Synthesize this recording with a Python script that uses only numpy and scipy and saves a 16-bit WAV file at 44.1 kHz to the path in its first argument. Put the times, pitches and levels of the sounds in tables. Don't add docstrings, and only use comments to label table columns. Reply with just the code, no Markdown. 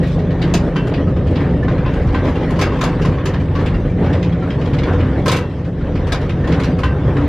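import sys
import numpy as np
from scipy import signal
from scipy.fft import rfft, irfft, next_fast_len
from scipy.io import wavfile
from scipy.ndimage import uniform_filter1d, map_coordinates

SR = 44100
rng = np.random.default_rng(int(sys.argv[2]) if len(sys.argv) > 2 else 0)


def file_out(sig):
    cols = np.atleast_2d(sig).T
    lim = np.clip(cols, -1, 1)
    pcm = np.round(lim * 32767).astype(np.int16)
    wavfile.write(sys.argv[1], SR, pcm)


N = 321048

# freq_hz, t60_s
TUNNEL_DECAY = [(300, 0.62), (2500, 0.15), (6000, 0.15), (12000, 0.073)]
# freq_hz, side_gain_db
SIDE_WIDTH = [(30, -40), (85, -39.5), (170, -25), (350, -21), (700, -20), (1400, -14.5), (2800, -10),
              (5600, -4.5), (11000, 4)]
# freq_hz, left_minus_right_db
LEFT_LEAN = [(200, 0), (600, 0.1), (1000, 1.5), (2000, 0.3)]
TOP_HZ = 14500

# middle_s, length_s, level_db
HUM_SWELLS = [(0.348, 0.8, -19.5), (1.5, 0.15, -23.5), (2.558, 0.23, -23.5), (2.995, 0.57, -29),
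              (4.33, 0.26, -19), (6.533, 0.25, -21), (7.11, 0.065, -14)]
HUM_HZ, HUM_DB, HUM_SWING_DB = 170.6, -31, 1.5
WHINE_HZ, WHINE_DB, WHINE_SWING_DB = 1820, -31.5, 4.5

# middle_s, length_s, pitch_hz, level_db
DRONES = [(1.026, 0.12, 283, -20.5), (1.305, 0.11, 82.46, -17.5), (1.583, 0.095, 69.1, -18),
          (2.268, 0.13, 256, -17.5), (4.56, .14, 139, -21), (5.302, .2, 137.4, -19),
          (4.956, 1, 139.2, -23.5), (5.001, .3, 86, -19), (5.15, 0.35, 285.4, -28),
          (5.997, 0.22, 285.2, -26.5), (6.305, 0.28, 140.8, -25), (6.88, 0.09, 67.6, -19.5),
          (7.098, 0.29, 138.6, -22), (7.214, 0.11, 284, -22)]
DRONE_WAVER_HZ, DRONE_SWING_DB = 2.45, 2

TICK_HZ, TICK_LOG_SPREAD, TICK_T60_S = 2604, 0.45, 0.045
TICK_DB, TICK_SCATTER_DB = -15.5, 6.5

# freq_hz, level_db, t60_s
BOLT_MODES = [(2600, -9, .15), (3025, -10, .17), (3408, -6, .11), (4140, -2, .078), (4764, -10, .12),
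              (6218, 0, .08), (7135, -7, .1), (7450, -9, .06), (8732, -13, .09), (12400, -17, .045)]
# freq_hz, level_db, t60_s
BAR_MODES = [(1276, -1, .15), (1750, 1, .06), (2358, -9, .25), (3456, -3, .1), (3660, -4, .06),
             (3811, -2, .14), (4600, -8, .08), (5098, -8, .06), (5803, -12, .12), (8100, -16, .08)]
# start_s, bolt_db, bar_db
BOLT_BAR_RINGS = [(0.538, -23.5, -32), (2.618, -32, -35), (2.837, -37, -38), (3.26, -37, -34),
                  (5.280, -31, -23), (5.316, -33, -34), (5.364, -36, -42), (6.123, -42, -23)]

# start_s, level_db, centre_hz
THUDS = [(0.18, -28, 456), (0.44, -16, 237), (0.538, -22, 627), (0.544, -15, 248), (0.92, -22.5, 439),
         (0.969, -17.5, 128.5), (2.05, -13.5, 118.6), (2.618, -22.5, 710), (2.66, -22.5, 378),
         (2.832, -21, 650), (2.88, -26, 733), (3.075, -15, 140), (3.565, -39, 650), (4.14, -22.5, 470),
         (4.91, -23.5, 480), (4.999, -20, 98), (5.275, -19, 487), (5.32, -26.5, 542), (5.876, -31, 520),
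         (6.122, -26, 575), (7.05, -14.5, 100.5)]
THUD_EDGE_RATIO, THUD_RISE_S, THUD_T60_S = 0.94, 0.0014, 0.12

# hit_s, level_db, dull_clank_db, bright_edge_db (both relative), note_hz
CLACKS = [(0.03, -24, -5.5, -31.5, 1890), (0.07, -33, -5, -15, 2200), (0.115, -31, -12, -19.5, 2380),
          (0.188, -28, -5.5, -27, 2190), (0.305, -28, -3, -32.5, 1760), (0.418, -19, -9.5, -29, 2230),
          (0.54, -17, -7.5, -13.5, 1081), (0.76, -25.5, 8, -20.5, 1020), (0.8707, -28.5, 8, -19, 1230),
          (0.9385, -20.5, -11, -40, 2100), (0.98, -37, 16.5, -32, 1910), (1.072, -35.5, 16, -28.5, 1274),
          (1.1628, -29.5, 7, -36.5, 1223), (1.268, -28, -7, -27.5, 1780), (1.3573, -22, -13, -41, 900),
          (1.4032, -28, 2, -31.5, 1215), (1.6282, -29.5, 13, -28.5, 1760), (1.7789, -29, 7, -39, 1920),
          (1.933, -27.5, -3, -27, 1500), (2.015, -32, -8, -23.5, 2500), (2.066, -35, 7, -16.5, 1010),
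          (2.0847, -32, 5, -23.5, 1005), (2.147, -28.5, 7, -25.5, 1010), (2.247, -30.5, 12, -21.5, 1034),
          (2.2797, -32.5, 16, -27.5, 1146), (2.355, -25, -1, -31, 2740), (2.4249, -33.5, 5, -27, 1670),
          (2.505, -29, 9, -16, 1026), (2.5907, -22, 10, -16.5, 1050), (2.559, -28.5, 1, -27, 2020),
          (2.6135, -15.5, -4, -17.5, 1310), (2.633, -23, 6, -26, 2210), (2.6638, -29.5, 16, -25.5, 1242),
          (2.7197, -29.5, 13, -30, 1090), (2.7871, -30.5, 13, -21.5, 1030), (2.8117, -19.5, 8.5, -15, 1031),
          (2.8364, -21.5, 3.5, -12.5, 1050), (2.856, -29, -4, -21, 1530), (2.889, -30, -1, -24.5, 2110),
          (3.016, -23.5, -10, -22, 1620), (3.03, -26.5, -6, -24, 1626), (3.0494, -23.5, 12, -18.5, 1034),
          (3.1797, -33.5, 17.5, -35, 1094), (3.256, -21, 1.5, -17.5, 1220), (3.3362, -23, 1, -33, 1046),
          (3.399, -29, -6, -26.5, 2360), (3.5535, -26, 10, -24, 1140), (3.589, -28, -7, -28.5, 2020),
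          (3.6602, -20.5, -13, -32.5, 1700), (3.742, -28, 0, -32, 2775), (3.897, -31.5, -1, -26.5, 2350),
          (4.0417, -28.5, 7, -29.5, 1164), (4.061, -28.5, 1, -29, 2290), (4.13, -23, -8, -30, 1800),
          (4.2284, -22, -10, -31, 2040), (4.322, -27.5, -1, -36, 3300), (4.4223, -32.5, 15, -28.5, 1357),
          (4.5035, -22.5, -7, -36, 3210), (4.6109, -25.5, -1.5, -36, 1240), (4.655, -26, -3, -29, 3300),
          (4.7336, -26, 4, -23, 986), (4.7855, -20.5, -8.5, -31, 2075), (4.8332, -21.5, -14, -31.5, 3380),
          (4.9312, -27.5, 4.5, -28.5, 1033), (5.003, -24, -4, -40.5, 3010),
          (5.2593, -21.5, 13, -12.5, 1040), (5.281, -17, -1, -11.5, 1295), (5.295, -21.5, 14, -17, 1043),
          (5.3153, -18, -12, -12, 1610), (5.326, -19.5, -6, -19.5, 2290), (5.339, -22.5, 4.5, -23.5, 2270),
          (5.3629, -21, -1.5, -15.5, 1590), (5.384, -26, 5.5, -23.5, 1970), (5.645, -33.5, -8, -25, 2130),
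          (5.806, -35, 10, -31.5, 1420), (5.9531, -26, -2.5, -31.5, 1020), (6.0701, -28, 8, -22.5, 960),
          (6.1216, -17, -5, -17, 1630), (6.21, -29, -11, -21.5, 1550), (6.2936, -22, -4.5, -34, 1805),
          (6.4403, -30, 13.5, -33.5, 1800), (6.4737, -26, 5.5, -20.5, 1063), (6.522, -21.5, 0, -29.5, 1000),
          (6.5984, -22.5, -0.5, -23, 1287), (6.6351, -22, 1.5, -17, 1040),
          (6.786, -28.5, 10.5, -16.5, 1095), (6.835, -27, 4, -18.5, 1010), (7.0823, -38, 20.5, -35, 1020),
          (7.1656, -26.5, 7, -33.5, 1090)]
# freq_hz, level_db, t60_s
STEEL_MODES = [(991, -5.5, 0.39), (1070, -3, 0.17), (1278, -5.5, 0.28), (1600, -25.5, 0.26),
               (1587, -6, 0.082), (1970, -14.5, 0.14), (2250, -13.5, 0.28), (2870, -19, 0.17),
               (2680, -17.5, 0.074), (3850, -11, 0.066), (4680, -10, 0.18), (4990, -4.5, 0.19),
               (5700, -4, 0.14), (6140, -8, 0.11), (6720, -7, 0.12), (7100, -3.5, 0.13), (8080, -8, 0.1),
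               (8700, -2, 0.13), (10600, -1, 0.1), (12600, 1, .08)]
# freq_hz, gain_db
CONTACT_SPECTRUM = [(300, -9), (550, 2.5), (750, 1), (1050, 10.5), (2000, 8), (2800, 4.5), (3800, -1),
                    (5400, -10), (6300, -12), (7200, -14), (7800, -17), (8700, -18), (10500, -21),
                    (13000, -23.5), (15000, -32.5)]
# freq_hz, t60_s
CONTACT_DECAY = [(500, 0.39), (2000, 0.19), (5000, 0.14), (12000, 0.11)]
GRIT_DB, GRIT_KNOTS_PER_S = 1.5, 220

# hit_s, level_db, link_ring_db, pin_ring_db
CLANKS = [(0.7597, -11.5, -31, -32), (1.6821, -13.5, -41, -48), (1.8603, -14, -46, -39.5),
          (2.146, -12, -29.5, -44), (2.623, -20, -46, -34.5), (2.842, -16, -44, -37),
          (3.5529, -21, -44, -47), (4.873, -15.5, -35, -44), (5.3296, -15, -38, -28),
          (6.1449, -14.5, -42, -50), (6.8347, -7.5, -24, -31.5)]
# freq_hz, level_db, t60_s
COUPLING_MODES = [(792, 6, 0.2), (1034, 6.5, 0.12), (1230, -7, 0.12), (1479, -4, 0.11), (1900, -6.5, 0.14),
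                  (2320, -11.5, 0.24), (2840, -6, 0.12), (3060, -5.5, 0.2), (4000, -12, 0.11),
                  (4650, -4.5, 0.18)]
# freq_hz, t60_s
LINK_AND_PIN = [(1560, 0.4), (2705, 0.42)]
RING_ROUGHNESS, RING_KNOTS_PER_S = 0.39, 45.6

# time_s, relative_grind_db
FLANGES = [(0, -35.5), (.26, -39), (.51, -33), (.72, -37), (.97, -35.5), (1.13, -41.5), (1.42, -37),
           (1.59, -39), (1.8, -34.5), (2.07, -34.5), (2.3, -32.5), (2.7, -32.5), (3.08, -33), (3.5, -38),
           (3.65, -32.5), (3.95, -41.5), (4.11, -38), (4.46, -39), (4.9, -31), (5.2, -34.5), (5.4, -38.5),
           (5.6, -39.5), (5.72, -45.5), (5.85, -39), (6.12, -33.5), (6.4, -38.5), (6.55, -30),
           (6.75, -38.5), (7, -35), (7.28, -31.5)]
# freq_hz, gain_db
RAIL_SPECTRUM = [(600, -0.5), (800, 8.5), (1030, 4), (1350, 0), (1850, 0), (2500, -10), (3400, -12.5),
                 (4500, -21.5), (6000, -27), (7100, -33.5), (7800, -34.5), (10000, -41), (14000, -42.5)]
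GRIND_REF_DB, SCRAPE_REF_DB, SCRAPE_DB_PER_DB = -34.5, -46, 0.62
# middle_s, length_s, roar_change_db, grind_change_db, scrape_change_db
ROUGH_SPOTS = [(0.101, 0.12, -5.5, -3.5, 5.5), (1.441, 0.16, 2.5, 6.5, 3.5), (2.274, 0.076, 5.5, 2.5, 8),
               (3.088, 0.054, 3, -5, 2.5), (4.104, 0.26, 3.5, 6.5, 3.5)]

# time_s, relative_roar_db
ROLLING = [(0, -19.5), (.5, -22), (1.7, -20), (1.9, -22.5), (2.65, -20.5), (3.4, -23), (4.45, -23.5),
           (4.85, -19.5), (5.35, -20.5), (5.47, -26), (5.75, -27.5), (5.9, -22), (6.3, -24.5),
           (6.55, -19.5), (6.95, -23), (7.28, -19)]
# time_s, relative_level_db
BOOM = [(0, -17), (.4, -20), (.8, -17.5), (1.05, -17), (1.4, -18.5), (1.75, -17), (1.98, -19.5),
        (2.15, -22.5), (2.45, -22), (2.85, -17.5), (3.15, -20), (3.26, -22), (3.4, -18), (3.6, -19),
        (3.95, -18.5), (4.28, -19), (4.47, -23), (4.58, -17), (5.15, -20.5), (5.33, -18), (5.48, -24),
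        (5.78, -23.5), (5.9, -20.5), (6.1, -23), (6.55, -18.5), (6.95, -20), (7.1, -18.5), (7.28, -22)]
# time_s, level_db
SHUDDER = [(0, -26.5), (.6, -26), (1.15, -28.5), (1.45, -32.5), (1.7, -26), (2.08, -21), (2.35, -28.5),
           (3.05, -24), (3.45, -34), (3.75, -19), (4.35, -37), (4.95, -24.5), (5.6, -40), (5.9, -24),
           (6.5, -29), (7.28, -30)]
# time_s, relative_level_db
FLOOR_BOOM = [(0, -19.5), (.35, -18.5), (.45, -23), (.6, -15.5), (.75, -30), (.92, -23), (1.03, -15.5),
              (1.15, -15.5), (1.3, -16.5), (1.43, -18), (1.58, -14), (1.7, -18.5), (1.9, -20), (2.05, -15),
              (2.25, -15.5), (2.45, -22.5), (2.68, -14.5), (2.82, -27), (3.12, -16), (3.27, -21.5),
              (3.43, -16), (3.68, -15.5), (3.85, -21.5), (4.12, -13.5), (4.42, -21.5), (4.7, -19),
              (5.03, -16.5), (5.3, -19), (5.5, -22.5), (5.8, -21.5), (6, -16), (6.2, -19.5), (6.35, -20.5),
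              (6.48, -16), (6.7, -20), (6.88, -15.5), (6.98, -20), (7.06, -18), (7.28, -14.5)]
# freq_hz, width_hz, level_db
CHASSIS_MODES = [(38.7, 3.8, 3.5), (49, 6.4, -2.5)]
# freq_hz, width_hz, level_db
FLOOR_MODES = [(67.8, 11, 2.3), (89.1, 14, 3.4)]
# freq_hz, width_hz, level_db
BODY_MODES = [(117.3, 23, -2), (140.6, 29, -1), (171.8, 38, -3.5)]
# freq_hz, width_hz, level_db
PANEL_MODES = [(218, 93, -6.5), (254.3, 40, 0), (282.7, 33, 1.5), (349.7, 73, -3), (415.4, 67, -3.5),
               (491.7, 58, -1.5), (574, 121, -7.5), (745.6, 14, -9)]
# freq_hz, gain_db
ROLL_SPECTRUM = [(88, -30), (150, 4.5), (211, 0), (269, -4), (317, -8), (494, -26.5), (700, -16),
                 (1030, -24.5), (1200, -13.5), (1560, -54), (2640, -120)]
BOOM_SWING_DB, LUMP_DB, LUMP_KNOTS_PER_S = 1.26, 0.24, 11
TAP_SHARE = 0.26


def amp(db):
    return 10 ** (np.asarray(db) / 20)


def unit(x):
    return x / np.sqrt(np.mean(x ** 2) + 1e-20)


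def unit_attack(x):
    return x / np.sqrt(np.mean(x[..., :1, :SR // 50] ** 2, axis=-1, keepdims=True))


def along(points, hz):
    f, v = np.transpose(points)
    return np.interp(np.log(hz + 1), np.log(f + 1), v)


def curve(rows):
    s, values = np.transpose(rows)
    return np.interp(np.arange(N) / SR, s, values)


def wobble(knots_per_s, size=N):
    knots = rng.standard_normal(int(size * knots_per_s / SR) + 4)
    return map_coordinates(knots, [np.arange(size) * knots_per_s / SR])


def sine(hz):
    return np.sin(2 * np.pi * np.cumsum(hz) / SR)


def swell(middle_s, length_s):
    return np.exp(-(2 * (np.arange(N) / SR - middle_s) / length_s) ** 4)


def filtered(x, response):
    n = x.shape[-1]
    m = next_fast_len(n + 4096)
    return irfft(rfft(x, m) * response(np.fft.rfftfreq(m, 1 / SR)), m)[..., :n]


def band(hz, lo_hz, hi_hz, order=4):
    return 1 / np.sqrt((1 + (lo_hz / (hz + 1)) ** (2 * order)) * (1 + (hz / hi_hz) ** (2 * order)))


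def resonances(modes, hz):
    power = sum(amp(2 * db) * np.abs(hz * w / (c * c - hz * hz + 1j * hz * w)) ** 4 for c, w, db in modes)
    return np.sqrt(power)


def rush(response, even_s):
    x = filtered(rng.standard_normal((2, N)), response)
    power = np.abs(uniform_filter1d(x ** 2, max(int(even_s * SR), 64), axis=1))
    return x / np.sqrt(power + 1e-20)


def patchy(x, depth_db):
    z = signal.stft(x, nperseg=512)[2]
    field = uniform_filter1d(rng.standard_normal(z.shape[1:]), size=4, axis=0)
    field = uniform_filter1d(field, size=8, axis=1)
    return unit(signal.istft(z * amp(depth_db * unit(field)), nperseg=512)[1][:, :N])


def dying(t60s, size):
    hz, t, z = signal.stft(rng.standard_normal((2, size)), SR, nperseg=128)
    decay = amp(-60 * t / along(t60s, hz)[:, None])
    return signal.istft(z * decay, SR, nperseg=128)[1][:, :size]


def add(track, s, sound):
    start = max(round(s * SR), 0)
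    track[:, start:start + sound.shape[1]] += sound[:, :N - start]


def mode_sum(strength, hz, t60, t):
    return np.imag(strength @ np.exp(np.outer(2j * np.pi * hz - np.log(1000) / t60, t)))


def struck(modes, t):
    hz, db, t60 = np.transpose(modes)
    strength = amp(db) * np.exp(2j * np.pi * rng.random((2, len(hz))))
    return mode_sum(strength, hz, t60, t) * (1 - np.exp(-t / 0.0011))


def steel_blow(modes, ring_db, rise_s, size=SR // 3):
    t = np.arange(size) / SR
    hz, db, t60 = np.transpose(modes)
    force, detune = rng.standard_normal((2, len(hz)))
    phase = 2 * np.pi * rng.random((2, len(hz)))
    strength = amp(db + ring_db + 2.9 * force) * np.exp(1j * phase)
    ring = mode_sum(strength, hz * (1 + 0.005 * detune), t60, t)
    regions = np.transpose([np.geomspace(700, 15000, num=30), 2.5 * rng.standard_normal(size=30)])
    blow = filtered(dying(CONTACT_DECAY, size) + ring,
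                    lambda f: amp(along(CONTACT_SPECTRUM, f) + along(regions, f)))
    return blow * (1 - np.exp(-(t / rise_s) ** 2))


def chatter(taps_per_s, t60_s, scatter_db):
    taps = (rng.random(N) < taps_per_s / SR) * amp(scatter_db * rng.random(N)) ** 2
    t = np.arange(SR // 5) / SR
    envelope = amp(-60 * t / t60_s) * (1 - np.exp(-t / 0.0067))
    energy = signal.oaconvolve(taps, envelope ** 2)[:N]
    return unit(np.sqrt(np.abs(energy)))


def jogged(taps):
    return np.sqrt(1 - TAP_SHARE + TAP_SHARE * taps ** 2)


def rough_spots():
    return sum(np.outer(changes_db, swell(s, length)) for s, length, *changes_db in ROUGH_SPOTS)


def tunnel(x):
    tail = dying(TUNNEL_DECAY, size=SR // 2)
    delayed = np.pad(x[:1], ((0, 0), (SR // 80, 0)))
    return signal.fftconvolve(delayed, tail / np.linalg.norm(tail[0]), axes=1)[:, :N]


def drive():
    hum_gain = amp(HUM_DB) + sum(amp(db) * swell(s, length) for s, length, db in HUM_SWELLS)
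    hum = hum_gain * amp(HUM_SWING_DB * wobble(20)) * sine(HUM_HZ + 3 * wobble(9.9))
    whine_db = curve(ROLLING) + WHINE_DB + WHINE_SWING_DB * wobble(11)
    whine = amp(whine_db) * sine(WHINE_HZ + 5 * wobble(15))
    return np.array([hum + whine, whine])


def drones():
    notes = sum(amp(db) * swell(s, length) * sine(hz + DRONE_WAVER_HZ * wobble(12))
                for s, length, hz, db in DRONES)
    return notes * amp(DRONE_SWING_DB * np.array([wobble(11)] * 2))


def rattle(count):
    track = np.zeros((2, N))
    t = np.arange(SR // 20) / SR
    grind_db = curve(FLANGES)
    for when, force in rng.random((count, 2)):
        notes_hz = TICK_HZ * np.exp(TICK_LOG_SPREAD * rng.standard_normal(size=6))
        notes_hz = np.clip(notes_hz, 500, SR / 4)
        db = grind_db[int(when * N)] + TICK_DB + TICK_SCATTER_DB * force ** 2
        modes = [(hz, db + along(CONTACT_SPECTRUM, hz), TICK_T60_S) for hz in notes_hz]
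        add(track, when * N / SR, struck(modes, t))
    return track


def bolt_and_bar():
    track = np.zeros((2, N))
    t = np.arange(SR // 4) / SR
    for s, bolt_db, bar_db in BOLT_BAR_RINGS:
        add(track, s, amp(bolt_db) * struck(BOLT_MODES, t) + amp(bar_db) * struck(BAR_MODES, t))
    return track


def thuds():
    track = np.zeros((2, N))
    t = np.arange(SR // 3) / SR
    envelope = amp(-60 * t / THUD_T60_S) * (1 - np.exp(-t / THUD_RISE_S))
    for s, db, hz in THUDS:
        burst = filtered(rng.standard_normal((2, len(t))),
                         lambda f: band(f, hz / THUD_EDGE_RATIO, hz * THUD_EDGE_RATIO, order=3))
        add(track, s, amp(db) * unit_attack(burst * envelope))
    return track


def clacks():
    track = np.zeros((2, N))

    def zones(f):
        dull, middle = band(f, 300, 2000), band(f, 2260, 5230)
        return np.array([dull, middle, band(f, 4380, 15000, order=8)])[:, None]

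    for s, db, clank_db, edge_db, note_hz in CLACKS:
        lightness_db = max(-11 - db, 0)
        note = (note_hz, 10.5 + 0.41 * clank_db, 0.08)
        blow = steel_blow(STEEL_MODES + [note], ring_db=-14.5, rise_s=0.0022 + 0.00024 * lightness_db)
        grit = amp(GRIT_DB * wobble(GRIT_KNOTS_PER_S, size=blow.shape[1]))
        parts = unit_attack(filtered((grit * blow)[None], zones))
        gains = amp(db - 0.29 * lightness_db + np.array([clank_db - 9.5, -9.5, edge_db]))
        add(track, s - 0.0035, np.tensordot(gains, parts, axes=1))
    return track


def long_ring(hz, t60_s, level_db, t):
    in_phase, quadrature = (wobble(RING_KNOTS_PER_S, size=len(t)) for _ in range(2))
    flutter = 1 + RING_ROUGHNESS * (in_phase + 1j * quadrature)
    phase = np.angle(flutter) + 2 * np.pi * (hz * t + rng.random((2, 1)))
    ring = unit(abs(flutter)) * np.sin(phase)
    return ring * amp(level_db - 60 * t / t60_s) * (1 - np.exp(-t / 0.0024))


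def couplings():
    track = np.zeros((2, N))
    t = np.arange(SR // 2) / SR
    for s, db, *rings_db in CLANKS:
        for delay_s, gain_db in [(0, -12.5), (0.019, -24)]:
            blow = steel_blow(COUPLING_MODES, ring_db=-11, rise_s=0.0016)
            blow = filtered(blow, lambda f: band(f, 750, 5200))
            add(track, s + delay_s - 0.002, amp(db + gain_db) * unit_attack(blow))
        for (hz, t60_s), ring_db in zip(LINK_AND_PIN, rings_db):
            add(track, s, long_ring(hz, t60_s, ring_db, t))
    return track


def grind(taps):
    grind_db = curve(FLANGES)
    scrape_db = SCRAPE_REF_DB + SCRAPE_DB_PER_DB * (grind_db - GRIND_REF_DB)
    _, grind_change_db, scrape_change_db = rough_spots()
    steel = [(hz, 45, db - 1) for hz, db, _ in STEEL_MODES]

    def rail(f):
        return amp(along(RAIL_SPECTRUM, f)) * (4.5 + resonances(steel, f))

    low = patchy(rush(lambda f: rail(f) * band(f, 745, 2500), even_s=0.07), depth_db=2.5)
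    high = patchy(rush(lambda f: rail(f) * band(f, 2590, 12000), even_s=0.15), depth_db=3.5)
    grinding = amp(grind_db + grind_change_db + 0.5) * low
    scraping = amp(scrape_db + scrape_change_db) * high
    return jogged(taps) * (grinding + scraping)


def rumble(taps):
    shudder = rush(lambda f: resonances(CHASSIS_MODES, f) + amp(-30.5) * band(f, 18, 50), even_s=0.19)
    floor = rush(lambda f: resonances(FLOOR_MODES, f) * band(f, 45, 130, order=6), even_s=0.09)
    boom = rush(lambda f: resonances(BODY_MODES, f) * band(f, 90, 211, order=6), even_s=0.089)

    def panels(f):
        broad = amp(along(ROLL_SPECTRUM, f) - 5.5)
        return (resonances(PANEL_MODES, f) + broad) * band(f, 190, 880, order=3)

    roar = patchy(rush(panels, even_s=0.077), depth_db=0.65) * jogged(taps)
    boom_db = curve(BOOM) - 0.82 + BOOM_SWING_DB * wobble(LUMP_KNOTS_PER_S)
    roar_db = curve(ROLLING) + 0.14 + rough_spots()[0] + LUMP_DB * wobble(LUMP_KNOTS_PER_S)
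    low = amp(curve(SHUDDER)) * shudder + amp(curve(FLOOR_BOOM) - 2.5) * floor
    return low + amp(boom_db) * boom + amp(roar_db) * roar


def scene():
    taps = chatter(taps_per_s=50, t60_s=0.23, scatter_db=34)
    rolling = drive() + drones() + grind(taps) + rumble(taps)
    knocks = rattle(count=340) + bolt_and_bar() + thuds() + clacks() + couplings()
    mid, side = rolling + knocks + amp(-12.5) * tunnel(knocks)
    side = filtered(side, lambda f: amp(along(SIDE_WIDTH, f)))
    stereo = np.array([mid + side, mid - side])
    return filtered(stereo, lambda f: amp(np.outer([0.5, -0.5], along(LEFT_LEAN, f))))


def record(dry):
    return filtered(dry, lambda hz: hz < TOP_HZ)


dry = scene()
out = record(dry)
file_out(out)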